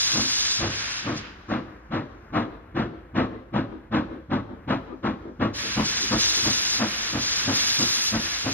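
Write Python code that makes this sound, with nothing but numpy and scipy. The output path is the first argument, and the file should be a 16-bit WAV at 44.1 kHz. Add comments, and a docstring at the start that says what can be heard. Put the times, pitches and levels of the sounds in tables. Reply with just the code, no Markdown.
"""Steam locomotive gathering speed

A distant engine pulls towards us along an embankment, its chuffs quickening. Each exhaust beat thumps
in the smokebox, booms in the chimney, rushes out of its mouth and comes back from the trees. Four
cylinder drain cocks hiss in turn with the piston strokes; they shut after a second and reopen later.
Underneath, the fire and the rolling wheels hold a low drone."""
import sys
import numpy as np
from scipy import signal
from scipy.fft import rfft, irfft, next_fast_len
from scipy.io import wavfile
from scipy.ndimage import uniform_filter1d

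SR = 44100
rng = np.random.default_rng(int(sys.argv[2]) if len(sys.argv) > 2 else 0)


def store_pcm(level_fs):
    """Save levels as 16-bit WAV."""
    pcm = np.round(np.clip(level_fs, -1, 1) * 32767).astype(np.int16)
    wavfile.write(sys.argv[1], SR, np.atleast_2d(pcm).T)


N = 376173
TIME = np.arange(N) / SR
FFT_SIZE = next_fast_len(N + SR)
FREQS = np.maximum(np.arange(FFT_SIZE // 2 + 1) * SR / FFT_SIZE, 1)

# Exhaust cues, levels before each layer's trim: peak_s, thump_db, boom_db, rush_db, note_hz
BEATS = [(0.178, -33, -27.5, -30.5, 259), (0.639, -29.5, -29, -28.5, 340), (1.095, -32, -27.5, -29.5, 295),
         (1.533, -33, -25.5, -26.5, 222), (1.954, -31, -26.5, -27, 313), (2.374, -30.5, -23.5, -24, 312),
         (2.792, -29.5, -23.5, -25, 334), (3.188, -29, -21, -22.5, 256), (3.571, -28.5, -22.5, -26, 265),
         (3.957, -29.5, -21.5, -23.5, 231), (4.34, -29, -23, -27, 271), (4.714, -29, -24, -23.5, 269),
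         (5.068, -33, -23, -25.5, 225), (5.435, -27, -22, -24, 255), (5.794, -27.5, -23, -25.5, 214),
         (6.137, -29.5, -23, -24.5, 218), (6.47, -30, -27, -28.5, 221), (6.822, -35.5, -23.5, -24.5, 222),
         (7.16, -30.5, -27.5, -30, 282), (7.495, -29.5, -25, -27.5, 269), (7.816, -32.5, -27, -31, 238),
         (8.152, -30, -23.5, -28, 222), (8.476, -31, -27.5, -29, 274)]
# Resonances of the smokebox and of the chimney: pitch_hz, width_hz, relative_db
SMOKEBOX_MODES = [(53.4, 20, -11.5), (82, 18, -13), (107.4, 27, 0.5), (145.5, 76, -6)]
CHIMNEY_MODES = [(215.7, 34, 1.3), (256.2, 54, -2), (323.7, 48, -2.5), (534, 107, -15), (1105, 66, -14.5),
                 (1270, 54, -14.5)]
# Balance of the drain cocks, one per cylinder end, in stroke order: jet_db, sizzle_vs_jet_db
COCK_LEVELS = [(-31, -22), (-32.5, -19.5), (-27, -24.5), (-23.5, -20.5)]
# The driver throttles the cocks, shuts them with two last spurts, then reopens: time_s, opening_share
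COCK_LEVER = [(0, 0.98), (0.56, 0.86), (0.66, 0.62), (0.73, .66), (0.98, 0.68), (1.02, 0.32), (1.15, 0.2),
              (1.178, 0.39), (1.205, 0.089), (1.24, 0.0058), (1.27, 0), (1.48, 0.005), (1.495, 0.04),
              (1.56, 0), (5.53, 0), (5.565, 0.79), (6.1, 0.94), (6.5, 0.88), (8.0, 0.99), (8.25, 0.97),
              (8.53, 0.9)]
# A brief whistle in the jet: peak_s, pitch_hz, width_hz, half_length_s, level_db
WHISTLE_CUE = (6.233, 6020, 380, .02, -30)
# Fader ride on the steam cloud's roar over the ballast: time_s, gain_db
CLOUD_RIDE = [(0, -25), (0.5, -25), (0.8, -22), (1.2, -24.5), (5.6, -22), (6.3, -24), (7.0, -23.5),
              (7.65, -22), (8.0, -26), (8.53, -23.5)]
# Seeping steam, ebbing once the cocks are shut: time_s, dull_db, sharp_db
LEAK_RIDE = [(1.3, -51.5, -75), (1.7, -53.5, -75), (2.25, -56.5, -73.5), (2.6, -61, -84), (3.3, -62, -84),
             (4.5, -64.5, -81.5), (5.1, -64, -75), (5.5, -66, -76)]
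# Noise colours of chimney rush, cock jet, top sizzle, cloud roar and drone: frequency_hz, relative_db
RUSH_EQ = [(150, -16.5), (400, 0), (540, 4), (800, 3), (1250, 1.5), (1700, -3), (2300, -10.5),
           (3200, -13.5), (4100, -16), (4800, -27), (6000, -29.5), (8000, -46.5), (10500, -58),
           (12000, -78)]
JET_EQ = [(1500, -28.5), (2900, -7.5), (3700, 1.5), (4700, 3), (6500, 1.5), (7400, -8.5), (8300, -14.5),
          (9200, -21), (10500, -58.5)]
SIZZLE_EQ = [(8300, -20), (9300, 2), (10200, 0), (11500, -5), (13000, -3.5), (14300, -25), (15200, -45)]
ROAR_EQ = [(150, -1), (500, -6), (750, -4.5), (1000, 0.5), (1250, 2), (1650, 5.8), (2050, 3.5), (2500, 4.5),
           (3500, 0.5), (5000, -6), (6700, -14), (7600, -27), (9000, -43.5)]
RUMBLE_EQ = [(20, -48.5), (32, -33), (46, 5.5), (75, 2), (110, -13), (170, -11), (300, -11.5), (600, -21),
             (1500, -19.5), (3000, -36), (6000, -57.5)]
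# Tone of the returns from near trunks, a lineside tree row and the wood's far edge: frequency_hz, gain_db
TRUNKS_EQ = [(60, -0.5), (120, -10), (230, -15), (400, -4), (750, -12), (1500, -14), (3000, -15),
             (6000, -14.5), (10000, -17.5)]
TREE_ROW_EQ = [(200, -35), (450, -20.5), (800, -24.5), (1500, -21.5), (3000, -24), (6000, -30),
               (9000, -32.5)]
WOOD_EDGE_EQ = [(100, -25.5), (200, -18), (280, -17), (380, -6.2), (550, -14), (750, -23.5), (1500, -23),
                (3000, -32), (6000, -30.5), (9000, -38)]
# Stereo image, phase and balance across the spectrum: frequency_hz, left_lead_rad, left_minus_right_db
STEREO_IMAGE = [(60, 0, -2), (280, 0.32, 0.8), (597, 0.71, 0.5), (820, 1.4, 5), (1090, 1.15, 8.5),
                (1380, 1.04, 5), (1500, -0.6, 4), (2330, 0.5, -2.5), (2650, 1.15, -3.5), (2845, 0.1, -3.5),
                (3200, -4.5, -4), (3730, -3.5, -8.5), (4590, -3.5, 2), (6800, -3.5, 2.5), (7900, -3, -1),
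                (8800, -2.5, 0.5), (9500, -1.5, -11), (10800, 2.5, -5.5), (11400, 0, 3.5), (12300, 1, 11.5),
                (14500, 0.8, -2)]
# A slight, narrow treble lift, added on both sides: pitch_hz, width_hz, level_db
TREBLE_PEAK = [(4990, 380, -11.5)]


def exhaust(rise_share=0.16, drained_rise_share=0.14, steepness=3.4):
    """The chuff: each blast drives smokebox and chimney, with a shorter rush of turbulence on top."""
    peaks, thump_db, boom_db, rush_db, _ = np.transpose(BEATS)
    # Attacks are a share of the beat spacing: tighter with speed, and while open cocks drain the steam.
    draining = np.interp(peaks, *np.transpose(COCK_LEVER))
    rises = np.gradient(peaks) * (rise_share + (drained_rise_share - rise_share) * draining)
    thump_rises = 1.18 * rises
    thump = puffs(peaks - thump_rises, thump_rises, thump_db - 0.93, steepness)
    boom = puffs(peaks - rises + 0.0022, 1.005 * rises, boom_db - 0.5, steepness)
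    rush = puffs(peaks - rises + 0.009, 0.83 * rises, rush_db - 1.25, steepness)
    smokebox = cavity(SMOKEBOX_MODES, window_s=0.045)
    chimney = cavity(CHIMNEY_MODES, window_s=0.033) + from_db(-4) * hollow_note()
    chimney = levelled(chimney, window_s=0.04)
    eddies = from_db(0.82 * drift(120) + 1.4 * chimney.mean(axis=0))  # the chimney's swings chop the rush
    return thump * smokebox + boom * chimney + rush * eddies * noise(colour(RUSH_EQ), spread=0.2)


def puffs(starts_s, rises_s, levels_db, steepness):
    """Beat envelopes: pressure builds as the valve opens and sinks as the cylinder empties."""
    pressure = np.zeros(N)
    for start, rise, db in zip(starts_s, rises_s, levels_db):
        during = slice(*np.searchsorted(TIME, [start, start + 10 * rise]))
        age = (TIME[during] - start) / rise
        pressure[during] += from_db(db) * (age * np.exp(1 - age)) ** steepness
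    return pressure


def cavity(modes, window_s, wander_share=0.025):
    """Gas rings in a hollow, its pitch wandering with the heat."""
    wander = wander_share * drift(2.013)
    ring = levelled(noise(resonances(modes), spread=0.2), window_s)
    return delayed(ring, np.cumsum(wander - wander.mean()) / SR)


def hollow_note(waver_share=0.03498):
    """The chimney's gas column sounds one unsteady note, retuned for each beat."""
    notes_hz = np.array(BEATS)[:, 4]
    beat = np.clip(np.floor(crank() + 0.5).astype(int), 0, len(notes_hz) - 1)
    pitch_hz = notes_hz[beat] * (1 + waver_share * drift(40))
    return np.sqrt(2) * np.sin(2 * np.pi * np.cumsum(pitch_hz) / SR)


def drain_cocks():
    """Sharp steam jets, duller when throttled, over the roar of their cloud and a faint leak."""
    jet_db, sizzle_db = np.transpose(COCK_LEVELS)
    stroke_power = strokes() ** 2
    opening = np.maximum(automation(COCK_LEVER)[0], 0)
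    flow = np.sqrt(from_db(jet_db) ** 2 @ stroke_power)
    brightness = np.sqrt(from_db(jet_db + sizzle_db) ** 2 @ stroke_power) * opening ** 0.44
    jet = opening * flow * from_db(0.43 + 1.2 * drift(21)) * noise(colour(JET_EQ), spread=0.017)
    flicker = from_db(0.5 + drift(15))  # moving air makes the top flicker on its own
    sizzle = opening * brightness * flicker * noise(colour(SIZZLE_EQ), spread=0.36)
    return jet + approaching(sizzle) + steam_cloud(opening, flow) + leak()


def strokes(admit_beats=0.086, blow_beats=1.96, swell_beats=0.1, fade_beats=0.23, sag_db_per_beat=1.25):
    """One envelope per cock: it blows once a wheel turn, sagging as steam expands behind the piston."""
    cocks = len(COCK_LEVELS)
    age = (crank() - admit_beats - np.arange(cocks)[:, None]) % cocks
    attack = np.clip(age / swell_beats, 0, 1)
    release = np.clip((blow_beats - age) / fade_beats, 0, 1)
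    return attack * release * from_db(-sag_db_per_beat * age)


def approaching(x, air_loss_db=10.5, at_hz=12950):
    """The top end opens up as the engine nears and less air lies in the way."""
    far = irfft(rfft(x, FFT_SIZE) * from_db(-air_loss_db * (FREQS / at_hz) ** 4), FFT_SIZE)[:, :N]
    return far + (x - far) * TIME / TIME[-1]


def steam_cloud(opening, flow, follow_share=0.3, lag_s=0.045):
    """The cloud's wide roar lags behind the jets and follows a share of their swing in dB."""
    drive = opening * flow ** (2 * follow_share)
    inertia = np.exp(-1 / (lag_s * SR))
    power = signal.lfilter([1 - inertia], [1, -inertia], drive, zi=[inertia * drive[0]])[0]
    ride = from_db(automation(CLOUD_RIDE)[0] + drift(12))
    return np.sqrt(power) * ride * noise(colour(ROAR_EQ), spread=0.94)


def whistle():
    """A narrow edge tone flares up once in the jet."""
    peak_s, pitch_hz, width_hz, half_length_s, level_db = WHISTLE_CUE
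    tone = noise(resonances([(pitch_hz, width_hz, 0)]), spread=0.78)
    return from_db(level_db) * swell(peak_s, half_length_s) * tone


def leak(dull_above_hz=1570):
    """Steam seeps out as a dull breath with a thin, sharp edge."""
    dull, sharp = from_db(automation(LEAK_RIDE))
    breath = noise(colour(ROAR_EQ) / (1 + (FREQS / dull_above_hz) ** 4), spread=1.0)
    return dull * breath + sharp * noise(colour(JET_EQ), spread=0.32)


def woods(x, tail_t60_s=0.84):
    """Trunks scatter a dying tail, the tree row slaps back a bright puff, the far edge a hollow one."""
    tail = from_db(-60 * TIME / tail_t60_s) * np.clip(TIME / 0.021, 0, 1)
    scatter = reflections(x, tail, TRUNKS_EQ, spread=1.0)
    slap = reflections(x, swell(peak_s=0.167, half_length_s=0.025), TREE_ROW_EQ, spread=0.9, patterns=2)
    return scatter + slap + wood_edge(x)


def wood_edge(x, opposite_s=4.8, opposite_delay_s=0.195, shortest_s=0.097, delay_s_per_s=0.038):
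    """A hollow echo swells as the engine comes opposite the wood, and lags more as it pulls away."""
    echo = reflections(x, swell(shortest_s, half_length_s=0.014), WOOD_EDGE_EQ, spread=0.93)
    delay_s = np.maximum(opposite_delay_s + delay_s_per_s * (TIME - opposite_s), shortest_s)
    return_db = -6.5 + 10.0 * swell(opposite_s, half_length_s=2.4)
    return from_db(return_db) * delayed(echo, delay_s - shortest_s)


def reflections(x, envelope, spectrum, spread, patterns=3):
    """Dense reflections under an envelope; the engine moves, so the pattern rotates from beat to beat."""
    wet = 0
    turn = np.floor(crank() + 0.5) % patterns
    for k in range(patterns):
        response = (noise(1, spread) * envelope)[:, :SR]
        response = response / np.sqrt(np.sum(response ** 2) / 2)
        wet = wet + rfft(x * (turn == k), FFT_SIZE) * rfft(response, FFT_SIZE)
    return irfft(wet * colour(spectrum), FFT_SIZE)[:, :N]


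def rumble(level_db=-49.6, waver_db=3.0):
    """The fire and the rolling wheels lay a gently wavering drone under the beats."""
    gain = from_db(level_db + waver_db * np.tanh(drift(6.8)))
    return gain * levelled(noise(colour(RUMBLE_EQ), spread=0.14), window_s=0.098)


def stereo_image(x):
    """Each side is shaded and delayed differently by frequency: the steam sounds wide and out of phase."""
    lead_rad, balance_db = across_spectrum(STEREO_IMAGE)
    pan = from_db(np.array([balance_db, -balance_db]) / 2)
    gains = pan / np.sqrt(np.mean(pan ** 2, axis=0)) * (1 + resonances(TREBLE_PEAK))
    phases = np.exp(0.5j * np.array([lead_rad, -lead_rad]))
    return irfft(rfft(x, FFT_SIZE) * gains * phases, FFT_SIZE)[:, :N]


def crank():
    """The engine's clock: wheel rotation counted in beats, four to a turn."""
    peaks = np.array(BEATS)[:, 0]
    peaks = np.r_[2 * peaks[0] - peaks[1], peaks, 2 * peaks[-1] - peaks[-2]]
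    return np.interp(TIME, peaks, np.arange(len(peaks)) - 1)


def noise(gain, spread):
    """Coloured stereo noise of rms 1; spread widens it while the bass stays centred."""
    mid, side = rfft(rng.standard_normal((2, FFT_SIZE)))
    width = np.clip(spread, 0, 1) * FREQS / np.hypot(FREQS, 750)
    x = irfft(gain * (mid + width * side * [[1], [-1]]), FFT_SIZE)[:, :N]
    return x / x.std()


def drift(rate_hz):
    """A smooth random modulator with standard deviation 1."""
    slow = irfft(rfft(rng.standard_normal(FFT_SIZE)) / (1 + (FREQS / rate_hz) ** 2), FFT_SIZE)[:N]
    return slow / slow.std()


def resonances(modes):
    """Gain curve of parallel resonances with steep skirts."""
    powers = (from_db(db) ** 2 / (1 + (2 * (FREQS - hz) / width) ** 2) ** 2 for hz, width, db in modes)
    return np.sqrt(sum(powers))


def levelled(x, window_s):
    """Irons out slow swells, so that an envelope alone can set the level."""
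    return x / np.sqrt(uniform_filter1d(np.mean(x ** 2, axis=0), int(window_s * SR)) + 1e-9)


def delayed(x, lag_s):
    """A moving delay on both channels."""
    return np.array([np.interp(TIME - lag_s, TIME, channel) for channel in x])


def swell(peak_s, half_length_s):
    """A bell-shaped envelope."""
    return np.exp(-((TIME - peak_s) / half_length_s) ** 2)


def automation(rows):
    """Each column of a timed curve at every sample."""
    times_s, *columns = np.transpose(rows)
    return [np.interp(TIME, times_s, column) for column in columns]


def across_spectrum(rows):
    """Each column of a spectrum at every frequency."""
    hz, *columns = np.transpose(rows)
    return [np.interp(np.log(FREQS), np.log(np.sort(hz)), column) for column in columns]


def colour(rows):
    """An EQ curve as gain at every frequency."""
    return from_db(across_spectrum(rows)[0])


def from_db(db):
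    """Decibels to gain."""
    return 10 ** (np.asarray(db) / 20)


def scene():
    """The mix: chuffs and steam up front, then the woods, the drone and a faint even hiss."""
    chuffs = exhaust()
    steam = drain_cocks() + whistle()
    echoes = woods(chuffs + from_db(-14.5) * steam)  # the low jets reach the trees less than the chimney
    hiss = from_db(-83.0) * rng.standard_normal((2, N))
    return stereo_image(chuffs + echoes + steam + rumble()) + hiss


def record(dry):
    """Master EQ: the deepest bass rolls off and the top is cut steeply."""
    low_cut = signal.butter(2, 37, "high", fs=SR, output="sos")
    high_cut = signal.ellip(10, 0.1, 80, 15400, fs=SR, output="sos")
    return signal.sosfilt(high_cut, signal.sosfilt(low_cut, dry))


dry = scene()
out = record(dry)
store_pcm(out)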